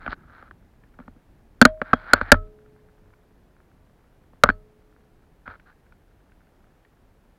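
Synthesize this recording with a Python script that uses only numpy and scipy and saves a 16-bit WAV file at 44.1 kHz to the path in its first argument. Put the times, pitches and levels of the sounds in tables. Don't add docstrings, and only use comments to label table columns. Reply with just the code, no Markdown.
import sys
import numpy as np
from scipy.fft import rfft, irfft, next_fast_len
from scipy.io import wavfile
from scipy.ndimage import map_coordinates

SR = 44100
rng = np.random.default_rng(int(sys.argv[2]) if len(sys.argv) > 2 else 0)


def log_audio(samples):
    frames = np.atleast_2d(samples).T
    limited = np.clip(frames, -1, 1)
    pcm = np.round(limited * 32767).astype(np.int16)
    wavfile.write(sys.argv[1], SR, pcm)


N = 325458

# t/s, case clack level/dB, clack pitch f/Hz, deck knock level/dB, hull thud level/dB, mount sway level/dB
BLOWS = [(0.0634, -6, 1600, -30, -30.5, -41), (.078, -5.5, 1380, -33, -22, -31),
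         (.129, -9, 1543, -47, -60, -62), (0.426, -26, 1380, -40.5, -46, -68),
         (0.5107, -22.5, 1630, -49, -58, -60), (0.9886, -26.5, 1340, -38.5, -33.5, -62),
         (1.0005, -28.5, 1420, -40, -29.5, -49), (1.079, -23, 1350, -38.5, -31, -42.5),
         (1.163, -45, 1400, -56, -37.5, -61), (1.6147, 21, 1527, 1, 8, -26.5),
         (1.6237, 11, 1550, -7.5, -2, -41), (1.652, 23, 1447, -1, 2.5, -23),
         (1.8162, 0.5, 1514, -16.5, -19, -39.5), (1.932, 8, 1334, -11.5, -5.5, -32),
         (1.9348, 7.5, 1580, -9, -21.5, -38.5), (2.1341, 20, 1470, -3, -13, -25.5),
         (2.2129, 1.5, 1520, -21, -22, -26), (2.318, 27.5, 1637, 12, 3, -10),
         (2.342, 0, 1410, -21, -23, -31.5), (4.3331, -41, 1550, -46.5, -46, -66),
         (4.436, 20.5, 1404, 3.5, -8, -23), (4.459, -9.5, 1450, -22, -24, -30.5),
         (4.4897, 8, 1496, -26, -13, -25), (4.5, 2, 1580, -23, -20, -39),
         (5.4775, -12.5, 1373, -43, -34.5, -39)]
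# f/Hz, relative level per Hz/dB
RUB_COLOUR = [(90, -21), (250, -10), (400, -12.5), (850, -5.5), (1050, -7.5), (1350, 1), (1650, -1),
              (2000, -11), (2300, -13.5), (2700, -26.5), (4300, -32), (5200, -42.5), (9000, -60.5),
              (16000, -74)]


def amp(db):
    return 10 ** (np.asarray(db) / 20)


def unit(x):
    return x / np.sqrt(np.mean(x ** 2) + 1e-20)


def curve(rows):
    return np.interp(np.arange(N) / SR, *np.transpose(rows))


def wobble(rate):
    points = rng.standard_normal(int(N * rate / SR) + 4)
    return map_coordinates(points, [np.arange(N) * rate / SR])


def decay(t, t60):
    return np.exp(-np.log(1000) * t / t60)


def low_pass(hz, cut_hz, power):
    return 1 / np.sqrt(1 + (hz / cut_hz) ** power)


def filtered(x, response):
    size = next_fast_len(len(x) + 8192)
    spectrum = rfft(x, size) * response(np.fft.rfftfreq(size, 1 / SR))
    return irfft(spectrum, size)[:len(x)]


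def coloured(x, points):
    f, db = np.transpose(points)
    return unit(filtered(x, lambda hz: amp(np.interp(np.log(hz + 1), np.log(f), db))))


def add(track, s, sound):
    part = track[max(round(s * SR), 0):][:len(sound)]
    part += sound[:len(part)]


def stroke(t, press, length, swell_db):
    edge_s = 0.0036
    edges = (1 - np.exp(-t / edge_s)) * np.exp(-np.maximum(t - length, 0) / edge_s)
    swell = np.interp(t, [0, press, length], [-swell_db, 0, -swell_db])
    return edges * amp(swell)


def scrape(smooth_share=0.5, uneven_db=1.26):
    # start t/s, hardest press t/s, end t/s, peak level/dB, swell/dB, case pitch f/Hz,
    # grit level relative to the rub/dB
    slides = [(0, 0.032, 0.13, -45, 3.5, 1380, -28), (.09, 0.129, 0.14, -36, 10.5, 1560, -15.5),
              (.16, 0.196, 0.334, -61.5, 4, 1286, -35), (0.267, .355, 0.49, -50, 9, 1270, -26),
              (.995, 0.99, 1.12, -53, 30, 1305, -29), (1.83, 1.908, 1.93, -42.5, 9, 1550, -28.5),
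              (1.925, 1.98, 2.1, -45, 5, 1510, -22), (2.05, 2.18, 2.237, -32, 14, 1499, -30),
              (2.2, 2.295, 2.31, -38.5, 5, 1755, -29), (4.455, 4.473, 4.496, -36, 6, 1449, -38),
              (5.455, 5.506, 5.56, -42, 10, 1430, -32), (5.655, 5.702, 5.72, -53.5, 8, 1500, -23)]
    # f/Hz, relative level per Hz/dB
    grit_colour = [(1000, -29), (2300, -3), (4300, 2.5), (5200, -9.5), (7000, -24.5), (12000, -47.5)]
    slips_per_s = 2000
    buzz_db, buzz_width_hz = 4.5, 130
    out, t = np.zeros(N), np.arange(SR // 2) / SR
    for start, press, end, db, swell_db, hz, grit_db in slides:
        slips = (rng.random(len(t)) < slips_per_s / SR) * rng.standard_normal(len(t))
        friction = unit(slips) + smooth_share * rng.standard_normal(len(t))
        rub = coloured(friction, RUB_COLOUR)
        buzz = unit(filtered(rub, lambda f: amp(buzz_db / (1 + ((f - hz) / buzz_width_hz) ** 2))))
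        grit = amp(grit_db) * coloured(slips, grit_colour)
        gain = amp(db) * stroke(t, press - start, end - start, swell_db)
        add(out, start, gain * (buzz + grit))
    return amp(uneven_db * wobble(60)) * out


def rocking():
    rock_db, rock_t60 = -30, .7
    power, t = np.zeros(N), np.arange(SR) / SR
    for s, *_, sway_db in BLOWS:
        gain = amp(sway_db + rock_db) * decay(t, rock_t60)
        add(power, s, gain ** 2)
    return np.sqrt(power)


def river(split_hz=300, trickle_db=-78, air_db=-65):
    # f/Hz, relative level per Hz/dB
    water_colour = [(12, -31.5), (20, -1.5), (38, 1.5), (65, -5), (203, -11), (386, -14.5), (419, -15.5),
                    (456, -16.5), (775, -20), (1280, -26.5), (1690, -27), (2000, -30), (2720, -34.5),
                    (8090, -48), (15800, -43)]
    # t/s, level/dB
    flow = [(0, -49.5), (.75, -56.5), (2.8, -57), (7.38, -59.5)]
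    ticks_per_s = 60

    def low(hz):
        return low_pass(hz, split_hz, 8)

    def high(hz):
        return np.sqrt(1 - low(hz) ** 2)

    lap = unit(filtered(coloured(rng.standard_normal(N), water_colour), low))
    rush = unit(filtered(coloured(rng.standard_normal(N), water_colour), high))
    ticks = (rng.random(N) < ticks_per_s / SR) * rng.standard_normal(N)
    trickle = coloured(ticks, RUB_COLOUR)

    lap_gain = np.hypot(amp(curve(flow)), rocking()) * amp(1.1 * wobble(8.2))
    rush_gain = amp(air_db + 0.17 * wobble(3))
    trickle_gain = amp(trickle_db + 3.6 * wobble(4))
    return lap_gain * lap + rush_gain * rush + trickle_gain * trickle


def ring(modes, attack, stretch=1, life=1, scatter_db=1):
    t = np.arange(int(SR * max(t60 for _, _, t60 in modes))) / SR
    out = np.zeros(len(t))
    for k, (hz, db, t60) in enumerate(modes):
        strength = (-1) ** k * amp(db + scatter_db * rng.standard_normal())
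        out += strength * decay(t, t60 * life) * np.sin(2 * np.pi * hz * stretch * t)
    return out * (1 - np.exp(-t / attack))


def crunch(t60, tail_db, tail_t60):
    # f/Hz, relative level per Hz/dB
    crack_colour = [(100, -3), (500, -4.5), (1000, -1), (1500, 2), (2200, -12), (3000, -19), (4400, -28),
                    (6200, -41), (8000, -60), (16000, -72)]
    # f/Hz, relative level per Hz/dB
    wash_colour = [(150, -4), (400, -2), (800, -5), (1450, 2), (1900, -6), (2600, -19), (4400, -24),
                   (6000, -40), (16000, -80)]
    t = np.arange(SR // 4) / SR
    crack = coloured(rng.standard_normal(len(t)), crack_colour) * decay(t, t60)
    wash = coloured(rng.standard_normal(len(t)), wash_colour) * decay(t, tail_t60)
    return (crack + amp(tail_db) * wash) * (1 - np.exp(-t / 0.00046))


def knocks():
    # f/Hz, relative level/dB, time to fade by 60 dB t/s.
    case_modes = [(1493, 4, 0.009), (1269, -11.5, 0.017), (1624, -33, 0.039), (2254, -25, 0.015),
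                  (2790, -37.5, .009), (3740, -43.5, 0.007)]
    deck_modes = [(350, -13, 0.019), (475.7, -3, 0.024), (590, -3.5, 0.033), (720, -6, .022),
                  (869, 0, 0.016), (1145, -1.5, .016)]
    hull_modes = [(170, -7, .04), (242.5, -3, 0.054), (285, -11, 0.05)]
    mount_modes = [(33, -3.5, .33), (60, -1, .08), (88, -6, 0.24), (120, -7, .05)]
    crunch_db, crunch_grows = -17, 0.93
    clack_life, life_per_db = 0.94, 0.012
    out = np.zeros(N)
    for s, clack_db, clack_hz, deck_db, thud_db, sway_db in BLOWS:
        life = clack_life * np.exp(life_per_db * clack_db)
        stretch = clack_hz / case_modes[0][0]
        noise_gain = amp(crunch_db + crunch_grows * clack_db)
        add(out, s, amp(clack_db) * ring(case_modes, attack=0.0028, stretch=stretch, life=life))
        add(out, s, noise_gain * crunch(t60=0.017, tail_db=-30, tail_t60=0.11))
        add(out, s, amp(deck_db) * ring(deck_modes, attack=.001))
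        add(out, s, amp(thud_db) * ring(hull_modes, attack=0.0022))
        add(out, s, amp(sway_db) * ring(mount_modes, attack=0.0011))
    return out


def drips(t60=0.019, rise=5):
    # t/s, level before the fade/dB, starting pitch f/Hz
    drops = [(0.836, -45.5, 1670), (0.9393, -50, 1410), (2.79, -54.5, 1683), (3.1363, -45.5, 1410),
             (5.5975, -42, 1460), (5.7263, -50, 1598), (5.8644, -52, 1530), (5.9229, -43, 1390),
             (6.319, -47.5, 1480), (6.4696, -53, 1420), (6.8493, -46, 1780)]
    # f/Hz, relative level per Hz/dB
    splash_colour = [(400, -22), (1000, 1), (1550, -4.5), (2200, -2), (3200, -16), (4500, -22),
                     (8000, -49.5)]
    out, t = np.zeros(N), np.arange(SR // 20) / SR
    for s, db, hz in drops:
        fade = decay(t, t60) * (1 - np.exp(-t / 0.0011))
        bubble = np.sin(2 * np.pi * hz * t * (1 + rise * t))
        splash = coloured(rng.standard_normal(len(t)), splash_colour)
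        add(out, s, amp(db) * fade * (bubble + .5 * splash))
    return out


def shaft():
    # f/Hz, relative level/dB, time to fade by 60 dB t/s
    ring_modes = [(425, -23, 2.3), (1297, 0, .22)]
    # f/Hz, relative level/dB, time to fade by 60 dB t/s
    hum_modes = [(627, 0, .41)]
    # t/s, ring level/dB, hum level/dB
    shaft_blows = [(1.651, -52, -24.5), (1.932, -62, -44), (2.134, -47.5, -46.5), (2.318, -22.5, -34.5),
                   (4.436, -28, -39.5)]
    # t/s, level before a small random change/dB, pitch f/Hz
    pings = [(1.6149, -42, 4363), (1.651, -42, 3233), (1.931, -40, 3270), (2.134, -42, 4450),
             (2.2128, -54, 4341), (4.4889, -48, 4370)]
    ping_t60 = .11
    out = np.zeros(N)
    for s, ring_db, hum_db in shaft_blows:
        add(out, s, amp(ring_db) * ring(ring_modes, attack=.001))
        add(out, s, amp(hum_db) * ring(hum_modes, attack=.001))
    for s, db, hz in pings:
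        add(out, s, ring([(hz, db, ping_t60)], attack=.0005))
    return out


def scene():
    case_cut_hz = 5000
    contact = filtered(scrape() + knocks() + shaft(), lambda hz: low_pass(hz, case_cut_hz, 10))
    return (contact + river() + drips())[None]


def record(dry, top=0.91, treble_hz=13500, hiss_db=-81.0, band_limit_hz=15950):
    clipped = dry[0] / (1 + np.abs(dry[0] / top) ** 20) ** (1 / 20)
    dulled = filtered(clipped, lambda hz: low_pass(hz, treble_hz, 12))
    hiss = amp(hiss_db) * rng.standard_normal(N)
    return filtered(dulled + hiss, lambda hz: low_pass(hz, band_limit_hz, 80))[None]


dry = scene()
out = record(dry)
log_audio(out)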